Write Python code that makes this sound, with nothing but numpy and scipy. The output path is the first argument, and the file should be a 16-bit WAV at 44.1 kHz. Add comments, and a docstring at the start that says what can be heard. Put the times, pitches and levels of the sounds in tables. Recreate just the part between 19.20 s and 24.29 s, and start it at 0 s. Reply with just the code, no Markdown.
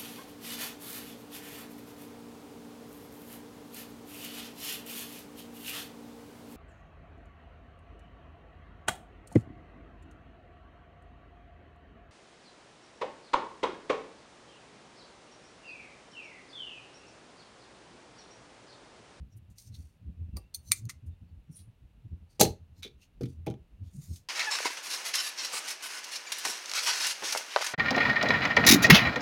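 """Two folding knives are handled over a desk in a small room, close to a microphone on the desk.
First the big knife clicks as it is folded; a little after three seconds it clatters down.
Then the small one is nudged, turned over and laid beside it, and the big one gets a last touch.
All along, fingers and handles slide and arms bump the desk softly, over the room's faint rumble."""
import sys
import numpy as np
from scipy import signal
from scipy.fft import rfft, irfft
from scipy.io import wavfile

SR = 44100
rng = np.random.default_rng(int(sys.argv[2]) if len(sys.argv) > 2 else 0)


def dump_mix(stems):
    """Bounce the given channels to the path in sys.argv[1] as a 16-bit WAV at rate SR."""
    frames = np.atleast_2d(stems).T  # one column per channel
    limited = np.clip(frames, -1, 1)  # hard clip at full scale
    pcm = np.round(limited * 32767).astype(np.int16)
    wavfile.write(sys.argv[1], SR, pcm)


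N = 224336
T = np.arange(int(.4 * SR)) / SR  # time within one short sound, in seconds


def big_knife():
    """The big knife grazes the desk, lands on one end, slaps flat, rocks, and is touched once more."""
    # each contact: t/s, level/dB, low edge/Hz, high edge/Hz, favoured f/Hz, ring/dB, scuff length/s
    contacts = [(3.1955, -28, 2480, 9000, 5550, -1.5, 0.0017),
                (3.199, -20, 2950, 11000, 5600, -12, 0.00079),
                (3.2033, -12.5, 4300, 7300, 6240, -4.5, 0.00064),
                (3.210, -8, 1400, 12200, 4030, -1, 0.00034),
                (3.2125, -11, 2350, 16400, 6540, -12.5, 0.0017),
                (3.2155, -14, 2930, 16000, 4400, -11.5, 0.00059),
                (3.2255, -22, 3435, 16000, 12650, -9, .002), (3.2325, -17, 2890, 11640, 4240, -7, 0.0019),
                (3.251, -27, 1404, 7710, 2578, -5.5, 0.0036), (4.958, -42, 3070, 12200, 6100, -17, 0.017)]
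    # the tones its metal rings with: f/Hz, level/dB, t60/s (the time to die away by 60 dB)
    tones = [(1350, -14, .07), (2230, -9, .06), (2966, -12, .09), (3909, -3, .07), (4077, -6, .16),
             (4190, -8, .17), (4301, -6, .16), (4440, -9, .17), (4758, -5, .08), (4934, -5, .07),
             (5563, -4, .06), (5963, -1, .07), (6264, 2, .075), (6618, 3, .07), (6983, -4, .06),
             (8247, -6, .07), (10550, -7, .06), (12910, -9, .07), (14070, -6, .06)]
    return knife_clicks(contacts, tones, buzz_db=5.5, buzz_t60=.08, band_db=-5.5, band_q=5.6)


def folding(folded_s=1.25):
    """The big knife's lock drags, snaps and rebounds; the knife rings differently once the blade is in."""
    # each snap: t/s, level/dB, low edge/Hz, high edge/Hz, favoured f/Hz, ring/dB, scuff length/s
    snaps = [(0.383, -41, 2660, 10700, 5200, -24, 0.014), (1.1686, -33.5, 700, 15900, 4750, 2.5, 0.0026),
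             (1.3453, -25.5, 3500, 16300, 4254, 4, 0.0018), (1.5187, -9.5, 2050, 12440, 2310, -7, 0.0004),
             (1.654, -48.5, 3630, 14000, 6400, -7, 0.00055), (1.6945, -28.5, 1710, 8700, 2010, -7, 0.0088)]
    # tones of the lock, the open knife and the closed knife: f/Hz, level/dB, t60/s
    lock = [(9135, -1, .058), (11500, -9, .07), (12740, -3, .04)]
    blade_out = [(1152, -6, .07), (1900, -7, .05), (2875, -13, .09), (4624, 4, .033), (4790, 3, .025),
                 (15090, 3, .023)]
    blade_in = [(2030, -12, .06), (2350, -11, .06), (3553, -1, .032), (4344, 4, .027), (6051, -4, .05),
                (6400, -9, .07), (8830, -3, .03), (14990, -9, .03)]
    out = np.zeros(N)
    for snap in snaps:
        s, db, low_hz, high_hz, main_hz, ring_db, _ = snap
        drag = (s - .0042, db - 19, low_hz, 6500, main_hz, -7, .0012)  # softer and duller
        rebound = (s + .0076, db - 15.5, low_hz, high_hz, main_hz, ring_db + 3, .0051)  # rings more freely
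        tones = lock + (blade_out if s < folded_s else blade_in)
        out += knife_clicks([drag, snap, rebound], tones, buzz_db=-8, buzz_t60=.08, band_db=2.5, band_q=5)
    return out


def small_knife():
    """The small knife rattles against the big one, is turned over and laid down."""
    # each contact: t/s, level/dB, low edge/Hz, high edge/Hz, favoured f/Hz, ring/dB, scuff length/s
    contacts = [(3.625, -45.5, 2050, 4940, 4000, -10, 0.0029),
                (3.6303, -32.5, 1984, 7640, 3830, 0.5, 0.0018), (3.6395, -37, 2480, 5150, 3750, -10, .0015),
                (3.646, -35, 2100, 5790, 3670, 4, 0.0025), (3.653, -40, 2123, 5355, 3510, 4, 0.0022),
                (3.664, -43.5, 2690, 3980, 3410, -1, 0.002), (3.677, -47.5, 2327, 4070, 3650, -16, 0.0049),
                (4.010, -46, 1235, 9200, 4714, -10, 0.015), (4.0335, -44, 1412, 8790, 4360, -2.5, 0.0021),
                (4.0555, -48, 1990, 6980, 3470, -12, 0.0078), (4.264, -46, 1522, 11930, 3080, -7, 0.0024),
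                (4.269, -39, 1232, 7960, 2470, -10, 0.0014), (4.277, -43.5, 1190, 5960, 3000, 5, 0.0033),
                (4.3013, -49, 1388, 7960, 3820, -22, 0.0018), (4.308, -49, 1290, 6950, 3114, -4, 0.0037),
                (4.340, -56, 1312, 6090, 3280, -10, .002)]
    # the tones its metal rings with: f/Hz, level/dB, t60/s
    tones = [(2226, -4, .06), (2430, -4, .055), (3120, -8, .06), (3500, -3, .045), (3930, -1, .04),
             (4290, -11, .06), (6100, -9, .06), (9400, -16, .05)]
    # how its handle strengthens or weakens each pitch: f/Hz, level/dB
    handle = [(1200, 10.5), (1800, 3.5), (2350, 3), (2800, 0.5), (3600, 1), (4700, 0.5), (6100, 1.5),
              (7600, -4.5), (9400, 1), (11000, 0.5), (14000, 6.5)]
    clicks = knife_clicks(contacts, tones, buzz_db=0, buzz_t60=.07, band_db=4.5, band_q=9.3)
    return colour(clicks, handle)


def knife_clicks(contacts, tones, buzz_db, buzz_t60, band_db, band_q):
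    """Each contact is a gritty scuff, a brief buzz of the knife's parts and the ring of its metal."""
    out = np.zeros(N)
    for s, db, low_hz, high_hz, main_hz, ring_db, scuff_s in contacts:
        grit, buzz, grain_size = rng.standard_normal((3, len(T)))
        scuff = unit(grit * undb(2.5 * grain_size) * np.exp(-T / scuff_s))
        parts = undb(buzz_db) * unit(buzz * fade(buzz_t60))
        metal = unit(ring(tones, scatter_db=2.2, detune=.00014, blur_hz=25))
        build_up = 1 - np.exp(-2 * T / scuff_s)  # the ring grows while the scuff dies
        click = scuff + undb(ring_db) * (metal + parts) * build_up
        click = edge(click, low_hz, "high", order=3)
        click = edge(click, high_hz, "low")
        add(out, s, undb(db) * unit(favour(click, main_hz, band_db, band_q)))
    return out


def desk_knocks(spread_s=.002, cutoff_s=.085):
    """A blow spreads through the desk top and rings it briefly; the ring is then cut short."""
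    # each blow: t/s, level/dB, high edge/Hz (harder is brighter), t60/s of extra damping
    knocks = [(1.168, -41.5, 1180, 0.4), (1.52, -47, 812, 0.049), (3.195, -23, 1420, 0.14),
              (3.2029, -13, 1430, 0.069), (3.2083, -8, 1120, 0.14), (3.2118, -7.5, 520, 0.17),
              (3.224, -14, 815, 0.11), (3.231, -18.5, 500, 0.05), (3.245, -22.5, 252, 0.18),
              (3.256, -19.5, 168.8, 0.14), (3.278, -22, 185, 0.086), (3.298, -24, 113, 0.033),
              (3.648, -35, 486, 0.6), (4.0082, -23, 580, 0.19), (4.015, -23.5, 328, 0.21),
              (4.029, -17.5, 252, 0.5), (4.267, -21, 860, 0.5), (4.273, -19.5, 419, 0.26),
              (4.299, -22, 220.3, 0.14), (4.336, -30.5, 191.5, 0.19)]
    # the clear tones of the desk top: f/Hz, level/dB, t60/s
    tones = [(83, -12.5, .17), (127, 2, .23), (232, 0, .25), (275, -2, .11), (335, 2, .09), (361, 8, .12),
             (412, 6, .1), (465, 4, .09), (525, 0, .09), (592, -8, .1), (635, 0, .19), (745, -2, .08),
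             (785, 0, .07), (815, 1, .08), (977, -13, .11), (1195, -15, .11)]
    # where its many weak, crowded tones gather: f/Hz, level/dB
    crowd_shape = [(40, -18), (120, 0), (290, -1), (390, 6), (480, 1), (570, -4), (630, -5), (690, -17),
                   (790, 1), (850, -3), (940, -14), (1200, -16), (1600, -30), (4000, -65)]
    out = np.zeros(N)
    swell_and_cutoff = (1 - np.exp(-T / spread_s)) * np.exp(-(T / cutoff_s) ** 2)
    for s, db, high_hz, damp_t60 in knocks:
        crowd = colour(rng.standard_normal(len(T)), crowd_shape) * fade(t60=.1)
        clear = ring(tones, scatter_db=3, detune=.003, blur_hz=1)
        blow = (unit(clear) + undb(-5) * unit(crowd)) * fade(damp_t60) * swell_and_cutoff
        blow = edge(blow, high_hz, "low", order=4)
        blow = favour(blow, .68 * high_hz, band_db=-5, band_q=1.1)
        add(out, s, undb(db) * unit(blow))
    return out


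def arm_bumps(wobble=.094, rub_db=-13):
    """Soft pushes of hands and arms sway the desk and microphone stand, with a dull rub of skin."""
    # the firmest bumps: t/s of the peak, level/dB, f/Hz, swell time/s
    bumps = [(0.022, -38, 67.65, 0.035), (0.17, -42, 107.1, 0.018), (0.308, -46, 100.1, 0.018),
             (.478, -46.5, 99.3, 0.0093), (0.517, -43.5, 108.7, 0.029), (0.599, -39, 76.4, 0.017),
             (0.891, -34.5, 79.9, 0.023), (1.019, -33.5, 84.6, 0.022), (1.092, -34.5, 85.05, 0.0069),
             (1.156, -29.5, 66.6, 0.015), (1.51, -37, 89, 0.013), (1.653, -34.5, 107.1, 0.028),
             (1.84, -40.5, 114.7, 0.0069), (1.889, -35.5, 81.1, 0.019), (2.032, -42.5, 89.7, 0.013),
             (2.133, -42.5, 79.2, .014), (2.306, -40.5, 151.4, 0.011), (2.861, -38.5, 115.6, 0.011),
             (2.934, -32, 75.7, 0.012), (4.221, -42.5, 86.4, 0.04), (4.63, -33.5, 89.3, 0.016),
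             (4.758, -40, 170.9, 0.0083), (4.793, -34, 136.8, 0.013), (4.912, -30.5, 79.5, 0.013)]
    out = np.zeros(N)
    t = T - T[-1] / 2  # zero at the peak
    for s, db, hz, swell_s in bumps + fidgets():
        drift, rub = rng.standard_normal((2, len(T)))
        drift = edge(drift, 23, "low")
        pitch_hz = hz * (1 + wobble * drift / drift.std())
        sway = np.cos(2 * np.pi * np.cumsum(pitch_hz) / SR)
        rub = edge(edge(rub, 190, "low", order=4), 90, "high")
        swell = 1 / np.cosh(1.1 * t / np.where(t < 0, swell_s, .68 * swell_s))  # falls faster than it rises
        add(out, s + t[0], undb(db) * swell * (sway + undb(rub_db) * rub / rub.std()))
    return out


def fidgets(per_second=7, db=-46.5, hz=66.25, swell_s=.018):
    """List slight extra bumps at loose intervals, each with its own strength and pitch."""
    chance = rng.standard_normal((int(per_second * N / SR), 3))
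    return [((k + .5 + late / 4) / per_second, db + 2 * louder, hz * 2 ** (.35 * higher), swell_s)
            for k, (late, louder, higher) in enumerate(chance)]


def finger_slides(grain_db=4, waver_db=1.5, steepness=1.1):
    """Skin and handles slide in countless tiny slips: a hiss that swells, wavers and fades."""
    # each stroke: t/s of the peak, level/dB, swell time/s, fade time/s, centre f/Hz, width/octaves
    strokes = [(.131, -73, 0.0092, 0.011, 5700, 0.11), (.177, -68, 0.0069, 0.006, 11100, 0.26),
               (.303, -70, 0.0017, 0.014, 7400, 1), (0.393, -59, 0.011, 0.035, 5370, 1),
               (.472, -60, .013, 0.011, 5500, 0.49), (0.553, -54, 0.01, 0.0095, 3940, 0.21),
               (.585, -69, .014, 0.063, 5400, 1), (1.248, -68, 0.098, 0.022, 2730, 0.006),
               (1.488, -60.5, 0.015, 0.016, 6106, 0.013), (1.492, -61.5, 0.025, 0.017, 11000, 0.66),
               (1.495, -63.5, 0.017, 0.018, 4200, 0.059), (1.576, -54, 0.023, 0.014, 6710, 0.44),
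               (1.867, -71.5, 0.0025, 0.011, 9240, 1), (1.934, -79.5, 0.015, 0.02, 3670, 0.014),
               (2.091, -81.5, 0.0076, 0.0094, 4430, 0.011), (2.329, -65, 0.0065, 0.0075, 9590, 0.18),
               (2.345, -69, 0.015, 0.016, 5700, 0.039), (2.36, -55.5, 0.006, 0.028, 9604, 0.043),
               (2.396, -63.5, 0.021, 0.017, 3600, 0.48), (3.109, -70.5, 0.0078, 0.036, 4614, 0.24),
               (3.589, -66.5, .014, 0.014, 4004, 0.54), (3.83, -66, 0.013, 0.015, 4165, 0.67),
               (3.833, -57, .012, 0.013, 2804, 0.03), (4.095, -68.5, .015, 0.027, 4500, 0.94),
               (4.67, -68.5, 0.017, 0.025, 3275, 0.32), (4.765, -65, 0.024, 0.032, 7190, .35),
               (4.833, -58.5, 0.016, 0.036, 5220, 0.97), (4.934, -58, .028, 0.03, 5770, 0.91)]
    out = np.zeros(N)
    t = T - T[-1] / 2  # zero at the peak
    octave = np.log2(np.maximum(np.fft.rfftfreq(len(T), 1 / SR), 1))
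    for s, db, swell_s, fade_s, hz, width in strokes:
        slips, grain_size, pressure = rng.standard_normal((3, len(T)))
        # each grip colours the hiss in its own way
        grip = np.column_stack([np.geomspace(2000, 16000, 60), 3 * rng.standard_normal(60)])
        hiss = colour(slips * undb(grain_db * grain_size), grip)
        hiss = edge(edge(hiss, 2600, "high"), 14500, "low", order=1)
        band = 1 / (1 + np.abs((octave - np.log2(hz)) / width) ** steepness)
        hiss = irfft(rfft(hiss) * band, len(T))
        pressure = edge(pressure, 48, "low")
        gain = undb(db + waver_db * pressure / pressure.std())
        swell = 1 / np.cosh(t / np.where(t < 0, swell_s, fade_s))
        add(out, s + t[0], gain * swell * hiss / hiss.std())
    return out


def room(x, echo_db, treble_hz=6500, build_s=.025):
    """Near walls and shelves add a short echo whose treble dies first."""
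    low, high = rng.standard_normal((2, len(T)))
    low = edge(low, treble_hz, "low") * fade(t60=.19)
    high = edge(high, treble_hz, "high") * fade(t60=.15)
    tail = (low + high) * (1 - np.exp(-(T / build_s) ** 2))
    return x + undb(echo_db) * signal.fftconvolve(x, tail / np.linalg.norm(tail))[:N]


def room_air():
    """The steady low rumble and faint hiss of the room."""
    # the noise of the quiet room: f/Hz, level/dB in each 1 Hz band
    noise_shape = [(30, -81.8), (70, -82.0), (130, -88.9), (220, -97.6), (350, -104.1), (650, -107.6),
                   (1200, -113.8), (1800, -114.4), (2350, -115), (2750, -111), (3200, -117), (3800, -118),
                   (5000, -125.2), (8000, -129), (9500, -127.5), (14000, -130.5)]
    white = rng.standard_normal(N) * np.sqrt(SR / 2)  # 0 dB in each 1 Hz band
    return edge(colour(white, noise_shape), 38, "high")


def ring(tones, scatter_db, detune, blur_hz):
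    """Fading tones; the place of contact changes each a little, and shifting support blurs its pitch."""
    out = np.zeros(len(T))
    for hz, db, t60 in tones:
        louder, higher = rng.standard_normal(2)
        wander = np.cumsum(rng.standard_normal(len(T))) * np.sqrt(2 * np.pi * blur_hz / SR)
        phase = 2 * np.pi * hz * (1 + detune * higher) * T + wander
        out += undb(db + scatter_db * louder) * fade(t60) * np.sin(phase)
    return out


def favour(x, hz, band_db, band_q):
    """The place of contact favours one band: add a copy of it at band_db. A higher band_q is narrower."""
    b, a = signal.iirpeak(hz, band_q, fs=SR)
    return x + undb(band_db) * signal.lfilter(b, a, x)


def colour(x, points):
    """Make each pitch in x louder or softer along a curve of (f/Hz, level/dB) points."""
    hz, db = np.transpose(points)
    f = np.maximum(np.fft.rfftfreq(len(x), 1 / SR), 1)
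    gain = undb(np.interp(np.log(f), np.log(hz), db))
    return irfft(rfft(x) * gain, len(x))


def edge(x, hz, kind, order=2):
    """Keep what lies below ("low") or above ("high") hz; a higher order cuts more steeply."""
    return signal.sosfilt(signal.butter(order, hz, kind, fs=SR, output="sos"), x)


def fade(t60):
    """A fade that falls by 60 dB every t60 seconds."""
    return undb(-60 * T / t60)


def undb(db):
    """Turn decibels into a factor to multiply by."""
    return 10 ** (np.asarray(db) / 20)


def unit(x):
    """Scale a short sound to the energy of one millisecond at full level."""
    return x / np.sqrt(np.sum(x ** 2) / (SR / 1000) + 1e-18)


def add(out, s, x):
    """Mix x into out, starting at s seconds."""
    start = int(round(s * SR))
    first, last = max(start, 0), min(start + len(x), N)
    out[first:last] += x[first - start:last - start]


def scene():
    """Knives, hands and desk in the room, as one channel."""
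    # how the hollow handle colours every snap and stroke: f/Hz, level/dB
    handle = [(800, -5.5), (1200, 6), (1600, -7.5), (2150, 0.5), (2900, -9.5), (4200, -1), (5200, -2),
              (6300, 1.5), (7300, -1), (8100, -3.5), (9150, 5), (10200, -2.5), (13000, 1.5), (15000, -0.5)]
    clatter = room(big_knife(), echo_db=-19.5) + room(small_knife(), echo_db=-20)
    in_hand = room(colour(folding() + finger_slides(), handle), echo_db=-25)
    # the stand carries the thuds straight to the microphone, all but their deepest part
    thuds = edge(desk_knocks() + arm_bumps(), 42, "high", order=3)
    return (clatter + in_hand + room(thuds, echo_db=-12.5) + room_air())[None]


def record(dry, top_hz=15800):
    """Cut the highest treble away steeply."""
    return signal.sosfilt(signal.ellip(8, .2, 70, top_hz, fs=SR, output="sos"), dry)


dry = scene()
out = record(dry)
dump_mix(out)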